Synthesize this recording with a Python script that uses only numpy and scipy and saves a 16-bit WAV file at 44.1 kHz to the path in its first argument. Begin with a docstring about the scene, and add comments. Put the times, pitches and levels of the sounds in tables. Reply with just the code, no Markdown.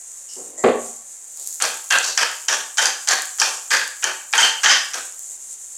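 """Light rustles and a dull wooden knock come first, over the soft sizzle of vegetables in a pan.
Then a wooden pepper mill is twisted in quick strokes. Each twist is a dense crunch of random grains
with a few sharp cracks, which ring the wooden body and the steel burr as fading tones.
Random clicks make the sizzle and a fine ticking, likely falling pepper, that rises as the mill is lifted.
A fading noise tail is the echo of the tiled kitchen, and a fast compressor holds the loudest peaks."""
import sys
import numpy as np
from scipy import signal
from scipy.fft import rfft, irfft
from scipy.io import wavfile
from scipy.ndimage import uniform_filter1d, minimum_filter1d

SR = 44100
rng = np.random.default_rng(int(sys.argv[2]) if len(sys.argv) > 2 else 0)


def unload_audio(sound):
    """Save the sound as a 16-bit wav file, at the path given as the first command line argument."""
    columns = np.transpose(np.atleast_2d(sound))
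    # keep every value between -1 and 1, then stretch to whole-number steps
    steps = np.round(np.clip(columns, -1, 1) * 32767)
    wavfile.write(sys.argv[1], SR, steps.astype(np.int16))


N = 254837
T = np.arange(N) / SR  # time in seconds

# All levels in the tables are relative: they are mixed further on.
# Twists of the mill, about three a second.
# Each row: start in seconds, length in seconds, force on the wooden body in dB, bright grit in dB.
TWISTS = [(1.602, 0.066, -21, -24.5), (1.904, .048, -14, -18), (2.028, 0.063, -40, -23.5),
          (2.174, 0.069, -21.5, -21.5), (2.482, 0.057, -22.5, -22.5), (2.772, 0.096, -24, -19.5),
          (3.074, 0.071, -20, -18), (3.385, 0.095, -28.5, -22.5), (3.705, .07, -19, -18.5),
          (4.025, 0.051, -23.5, -26.5), (4.328, 0.11, -18, -19), (4.633, .082, -17, -17),
          (4.935, 0.016, -26.5, -24)]
# Tones of the mill's wooden body.
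# Each row: pitch in Hz before random detuning, level in dB, time to fade by 60 dB in seconds.
BODY = [(905, 3, 0.11), (1285, -40.5, 0.18), (1436, -41, 0.016), (1578, 4.5, 0.2), (1695, 9.5, 0.011),
        (1792, 13, 0.042), (2477, -18.5, 0.034)]
# Tones of the steel burr and shaft, with the same columns; only the cracks detune them.
BURR = [(2850, -8.5, 0.11), (3210, -12, 0.035), (3085, 4, 0.046), (4420, -4.5, 0.12)]


def undb(db):
    """Turn decibels into a gain."""
    return 10 ** (np.asarray(db) / 20)


def unit(x):
    """Scale to an energy of one."""
    return x / np.sqrt(np.sum(x ** 2) + 1e-18)


def add(track, s, sound):
    """Mix a sound into a track at time s in seconds."""
    i = max(int(s * SR), 0)
    track[i:i + len(sound)] += sound[:max(N - i, 0)]


def through(x, response):
    """Pass a sound through an impulse response."""
    return signal.fftconvolve(x, response)[:N]


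def high_pass(x, hz, order):
    """Weaken what lies below hz."""
    return signal.sosfilt(signal.butter(order, hz, "high", fs=SR, output="sos"), x)


def on_log_axis(hz, points_hz, values):
    """Join points by straight lines over log frequency."""
    return np.interp(np.log(hz + 1), np.log(points_hz), values)


def colour(points, size=4096):
    """Make a filter of unit energy that follows an outline of (Hz, dB) and never sounds early."""
    db = on_log_axis(np.fft.rfftfreq(size, 1 / SR), *np.transpose(points))
    # folding the cepstrum gives the outline its minimum-phase response
    cepstrum = irfft(np.log(undb(db)))[:size // 2]
    cepstrum[1:] *= 2
    return unit(irfft(np.exp(rfft(cepstrum, size)))[:size // 2])


def resonance(hz, width):
    """Make a unit-energy response with one broad peak; width is a share of its centre."""
    b, a = signal.iirpeak(min(hz, SR / 3), 1 / width, fs=SR)
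    impulse = T[:SR // 20] == 0
    return unit(signal.lfilter(b, a, impulse))


def ring(modes):
    """Sum the fading tones of a struck object into a response of unit energy."""
    t = T[:SR // 4]
    total = 0
    for k, (hz, db, t60) in enumerate(modes):
        tone = np.sin(2 * np.pi * hz * t) * np.exp(-np.log(1000) * t / t60)
        total = total + undb(db) * unit(tone) * (-1) ** k  # every other tone is flipped
    return unit(total)


def detuned(modes, share):
    """Nudge each tone in pitch, as the grip and the point of contact do."""
    return [(hz * (1 + share * rng.standard_normal()), db, t60) for hz, db, t60 in modes]


def grains(count, per_s, spread_db):
    """Scatter random clicks of very uneven size over count samples, with an rms of one."""
    chance = rng.random((count, 2))
    size = undb(spread_db * np.minimum(rng.exponential(size=count), 4))
    happens = chance[:, 0] < per_s / SR
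    sign = np.sign(chance[:, 1] - .5)
    return unit(happens * sign * size) * np.sqrt(count)


def burst(decay_s, size=4096, count=6):
    """Make a brief rattle of contacts, of unit energy and fairly even in spectrum, that dies away."""
    fade = np.exp(-T[:size] / max(decay_s, 1 / SR))
    x = rng.standard_normal(size) * fade
    for _ in range(count):
        flat = irfft(np.exp(1j * np.angle(rfft(x))))
        x = flat * np.sqrt(fade)
    return unit(x)


def walk(per_s):
    """Wander slowly and randomly with a spread near one."""
    k = int(SR / per_s)
    steps = np.repeat(rng.standard_normal(N // k + 1), k)
    return uniform_filter1d(steps, k)[:N]


def room_tone():
    """Faint coloured noise is the air of the room, and a steady sine is the mains hum."""
    # Each row: frequency in Hz, level in dB.
    air = [(40, -19.5), (100, -23), (200, -14), (450, 1), (750, 1.5), (1300, -1.5), (1900, 1), (3000, -6),
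           (6000, -23)]
    hum = undb(-74.5) * np.sqrt(2) * np.sin(2 * np.pi * 50 * T)
    return undb(-59.5) * through(rng.standard_normal(N), colour(air)) + hum


def kitchen(x, gap_s=0.001, build_s=0.0079):
    """Reflections off tiles and cupboards build up quickly and fade at a rate set for each band."""
    # Each row: band centre in Hz, time to fade by 60 dB in seconds, level in dB.
    echo_bands = [(150, 0.61, -6), (398, 0.31, 2), (900, 0.58, -4), (1660, 0.45, -2.5), (3500, 0.42, 1.5),
                  (7300, 0.54, -8), (14500, 0.35, -4)]
    size = 32768
    t = np.maximum(T[:size] - gap_s, 0)
    hz = np.fft.rfftfreq(size, 1 / SR)
    noise = rfft(rng.standard_normal(size))
    centres = [row[0] for row in echo_bands]
    tail = 0
    # each share picks one band, blending into its neighbours
    for share, (_, t60, db) in zip(np.eye(len(echo_bands)), echo_bands):
        fade = unit((1 - np.exp(-t / build_s)) * np.exp(-np.log(1000) * t / t60))
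        tail = tail + undb(db) * fade * irfft(noise * on_log_axis(hz, centres, share))
    return through(x, tail)


def pan_and_ticking(flicker_db=-2.76):
    """Steam bubbles burst in the oil as a narrow hiss; fine clicks, likely falling pepper, tick above."""
    # Colour of the hiss. Each row: frequency in Hz, level in dB.
    hiss_colour = [(2500, -29), (4000, -23), (5200, -20), (5900, -9), (6500, 0), (7150, 4.5), (8400, -1),
                   (9500, -9), (11000, -13.5), (12500, -20), (14000, -26), (16000, -33.5)]
    # Colour of the ticking. Each row: frequency in Hz, level in dB.
    ticking_colour = [(400, -32.5), (3000, -31.5), (5500, -8.5), (7000, 6), (9000, -3.5), (12000, -6.5),
                      (16000, -20)]
    # Level of the fine ticking, likely pepper falling, that rises as the mill is lifted.
    # Each row: time in seconds, level in dB.
    ticking_levels = [(0, -60.5), (1.15, -62.5), (1.48, -35.5), (2.4, -42.5), (4.3, -44.5), (5.2, -46),
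                      (5.55, -65)]
    # The loudest single ticks: pepper shifting as the mill is lifted, and spitting fat.
    # Each row: time in seconds, level in dB.
    loud_ticks = [(1.3733, -9.5), (1.474, 2), (3.2208, 0.5), (3.2554, -4), (5.1931, -8)]
    bubbles = grains(N, 7000, spread_db=3) * undb(-37 + flicker_db * walk(per_s=20))
    lone_ticks = grains(N, 70, spread_db=3.5) * undb(-47)
    sparse = grains(N, 8, spread_db=3.5) * undb(-7)
    dense = grains(N, 900, spread_db=4.5)
    ticking = (dense + sparse) * undb(np.interp(T, *np.transpose(ticking_levels)))
    for s, db in loud_ticks:
        add(ticking, s, undb(db) * burst(decay_s=0.00067))
    hiss = through(bubbles + lone_ticks, colour(hiss_colour))
    return hiss + through(ticking + undb(-32.5) * lone_ticks, colour(ticking_colour))


def rubs_and_flare():
    """Grainy clicks in bands of pitch: soft rubs of things moved, and one brief flare of the sizzle."""
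    # Light rustles and scrapes; the row at 7300 Hz is the flare. Each row: start in seconds,
    # length in seconds, level in dB, centre in Hz, width as a share of the centre.
    soft_sounds = [(0.283, 0.054, -42, 5600, 0.16), (0.279, .045, -54, 2930, .06),
                   (0.36, 0.057, -41.5, 420, 0.62), (0.431, .14, -52, 430, 0.89),
                   (0.573, .05, -42.5, 500, 0.49), (.574, 0.022, -29, 7300, 0.093),
                   (.57, 0.046, -48.5, 1940, 0.075), (1.373, 0.1, -49.5, 4650, 0.46),
                   (1.375, 0.026, -55, 651, 0.69)]
    out, t = np.zeros(N), T[:SR // 2]
    for s, length, db, hz, width in soft_sounds:
        swell = (1 - np.exp(-t / 0.0048)) * np.exp(-np.maximum(t - length, 0) / .033)
        band = unit(through(resonance(hz, width), resonance(hz, 2 * width)))
        clicks = grains(len(t), 6000, spread_db=2.5) * swell
        add(out, s, undb(db) * through(clicks, band))
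    return out


def knocks():
    """Blunt blows on the worktop give a thud and make its low tones ring."""
    # Something wooden is set down and rocks before it settles.
    # Each row: time in seconds, level in dB, contact length in seconds.
    blow_list = [(0.6379, -1.5, 0.031), (0.645, 1.5, 0.015), (0.662, -4.5, 0.012), (0.681, -1.5, 0.018)]
    # Colour of the thud. Each row: frequency in Hz, level in dB.
    thud_colour = [(40, -34), (100, -26.5), (165, -20), (220, 1.5), (300, -15), (430, 3.5), (530, -5.5),
                   (700, -2), (930, -17), (1130, -10), (1450, -21.5), (1900, -18), (3200, -31),
                   (4500, -36.5), (8000, -69)]
    # Tones of the worktop. Each row: pitch in Hz, level in dB, time to fade by 60 dB in seconds.
    worktop = [(217, -8, .16), (261, -15.5, 0.32), (419, 5.5, 0.12), (425, -1, 0.3), (533, -5.5, 0.19),
               (577, -6, 0.086), (640, -17.5, 0.07), (650, -14, 0.21), (735, -18, .12), (1090, -19.5, 0.16),
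               (1135, -24, .2), (1826, -12.5, 0.22)]
    blows = np.zeros(N)
    for s, db, contact_s in blow_list:
        add(blows, s, undb(db) * burst(contact_s))
    thud = undb(19) * through(blows, colour(thud_colour))
    ringing = undb(12.5) * through(blows, ring(worktop))
    return high_pass(thud + ringing, hz=90, order=2)


def damping(spread_db):
    """Hand and contact point damp the mill differently each time: random peaks and dips."""
    return colour([(hz, spread_db * rng.standard_normal()) for hz in np.geomspace(700, 9000, num=22)])


def chips(count=2):
    """A tick starts each twist as the burr catches, then small corns split at random moments."""
    catch_body_db, catch_snap_db = 14, 16.5  # the tick, above the twist's force and grit
    chip_body_db, chip_snap_db, scatter_db = 18.5, 16, 3  # small cracks, above force and grit
    rows = []  # each row: time in seconds, blow in dB, snap in dB
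    for s, length, force_db, grit_db in TWISTS:
        rows.append((s, force_db + catch_body_db, grit_db + catch_snap_db))
        for moment in rng.uniform(.25, 1, count):
            blow_db, snap_db = scatter_db * rng.standard_normal(2)
            rows.append((s + length * moment, force_db + chip_body_db + blow_db,
                         grit_db + chip_snap_db + snap_db))
    return rows


def crushing(wood_detune, grains_per_s=2600, spread_db=2.0, catch_db=3.0):
    """The burr crushes corns in jerks: grains push the body, ring wood and steel, and add grit."""
    rise_s, swell_s, release_s = 0.0037, 0.012, 0.042
    grumble_db, grumble_follow = -18.5, 0.41  # level at a force of 0 dB; dB gained per dB of force
    body, rings, grit, low = np.zeros((4, N))
    # corns catch and give way, so the force flutters within a twist
    force = undb(catch_db * walk(per_s=170))
    t = T[:SR // 4]
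    for s, length, force_db, grit_db in TWISTS:
        i = int(s * SR)
        turn = (1 - np.exp(-t / rise_s)) * np.exp(-np.maximum(t - length, 0) / release_s)
        effort, loudness = turn * force[i:i + len(t)], np.sqrt(np.sum(turn ** 2))
        coarse = unit(grains(len(t), grains_per_s, spread_db) * effort) * loudness
        fine = unit(grains(len(t), grains_per_s, spread_db) * effort) * loudness
        grip = damping(spread_db=3)
        push = undb(force_db) * through(coarse, grip)
        add(body, s, push)
        add(rings, s, through(push, ring(detuned(BODY, wood_detune)) + undb(-22) * ring(BURR)))
        add(grit, s, undb(grit_db) * through((coarse + fine) / np.sqrt(2), grip))
        # the low grumble swells as the burr bites deeper
        swell = 1 - np.exp(-(t / swell_s) ** 2)
        add(low, s, undb(grumble_db + grumble_follow * force_db) * coarse * swell)
    return body, rings, grit, low


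def cracking(wood_detune, steel_detune=.01, crack_s=.0032, snap_s=.0048, snap_width=0.43):
    """Corns burst: short rattles strike the body, ring wood and steel, and snap sharply."""
    # The biggest corns. Each row: time in seconds, blow to the body in dB, sharp snap in dB.
    big_cracks = [(1.622, 8, 17.5), (1.908, 13, 8.5), (1.985, 1, 9), (2.176, 8, 10), (2.231, 13.5, -1),
                  (2.4841, 12, 11), (2.783, 14, 12.5), (2.856, 12.5, 14), (3.086, -1, 14.5),
                  (3.399, 8, 16.5), (3.4159, 15.5, 15), (3.769, 2, -4), (4.041, 7, 11.5), (4.336, 13, 2),
                  (4.379, 21, 21.5), (4.428, 17.5, 16.5), (4.6588, 16.5, 5), (4.695, 16, 19.5)]
    steel_offset_db, steel_follow = -2.5, 1.1  # ring at a blow of 0 dB; dB gained per dB of blow
    body, rings, grit = np.zeros((3, N))
    for s, body_db, snap_db in big_cracks + chips():
        # the steel gains more than the wood from a hard blow; every corn snaps at its own pitch
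        steel_db = steel_offset_db + steel_follow * body_db
        snap_hz = 6180 * np.exp(0.17 * rng.standard_normal())
        contact = damping(spread_db=4.5)
        crack = through(burst(crack_s), contact)
        wood = undb(body_db) * ring(detuned(BODY, wood_detune))
        steel = undb(steel_db) * ring(detuned(BURR, steel_detune))
        add(body, s, undb(body_db) * crack)
        add(rings, s, through(crack, wood + steel))
        snap = unit(through(resonance(snap_hz, snap_width), contact))
        add(grit, s, undb(snap_db) * through(burst(snap_s), snap))
    return body, rings, grit


def mill(wood_detune=.025):
    """Crunch and cracks sound together through the colours of wood, grit and a low grumble."""
    # Three colours. Each row: frequency in Hz, level in dB.
    wood_colour = [(200, -48), (400, -13), (600, -9.5), (800, 5.5), (1050, -0.5), (1600, 10), (2150, 1.5),
                   (2600, 3.5), (3200, 4), (3800, -3), (5500, -41.5), (12000, -60.5)]
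    grit_colour = [(500, -68), (2500, -37), (3800, -3.5), (4600, -0.5), (5200, -1), (5900, 3.5), (7200, 1),
                   (8400, -4.5), (9600, -11.5), (10900, -10.5), (12500, -19.5), (16000, -32)]
    grumble_colour = [(90, -26), (140, -22), (185, -6), (330, 0.5), (500, 11), (800, 12.5), (1200, 10),
                      (2200, -20.5), (8000, -127)]
    *crush, low = crushing(wood_detune)
    body, rings, grit = np.array(crush) + np.array(cracking(wood_detune))
    crunch = undb(-2.5) * through(body, colour(wood_colour)) + undb(-6.5) * rings
    crunch = crunch + undb(-2.5) * through(grit, colour(grit_colour))
    grumble = undb(-4.5) * through(low, colour(grumble_colour))
    # the slim body radiates almost no bass
    return high_pass(crunch, hz=590, order=3) + high_pass(grumble, hz=153, order=6)


def scene():
    """Mill, worktop and pan share one small hard room."""
    near, knocking, frying = mill() + rubs_and_flare(), knocks(), pan_and_ticking()
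    echo = kitchen(undb(-3.5) * near + undb(-2.5) * knocking + undb(-2.0) * frying)
    return (near + knocking + frying + echo + room_tone())[None]


def record(dry, threshold_db=-13, ratio=1.4):
    """A fast look-ahead compressor leans on loud moments and limits peaks; the top is cut."""
    k, ceiling = int(.003 * SR), .82  # window in samples; highest level before the top is cut
    envelope = np.sqrt(np.maximum(uniform_filter1d(dry ** 2, k), 1e-12))
    gain = np.minimum(1, undb(threshold_db) / envelope) ** (1 - 1 / max(ratio, 1))
    gain = np.minimum(gain, ceiling / (np.abs(dry) + 1e-9))
    # the lowest gain nearby is held, then smoothed, so it drops ahead of a peak
    held = dry * uniform_filter1d(minimum_filter1d(gain, k), k)
    return signal.sosfilt(signal.ellip(10, .2, 70, 16000, fs=SR, output="sos"), held)


dry = scene()
out = record(dry)
unload_audio(out)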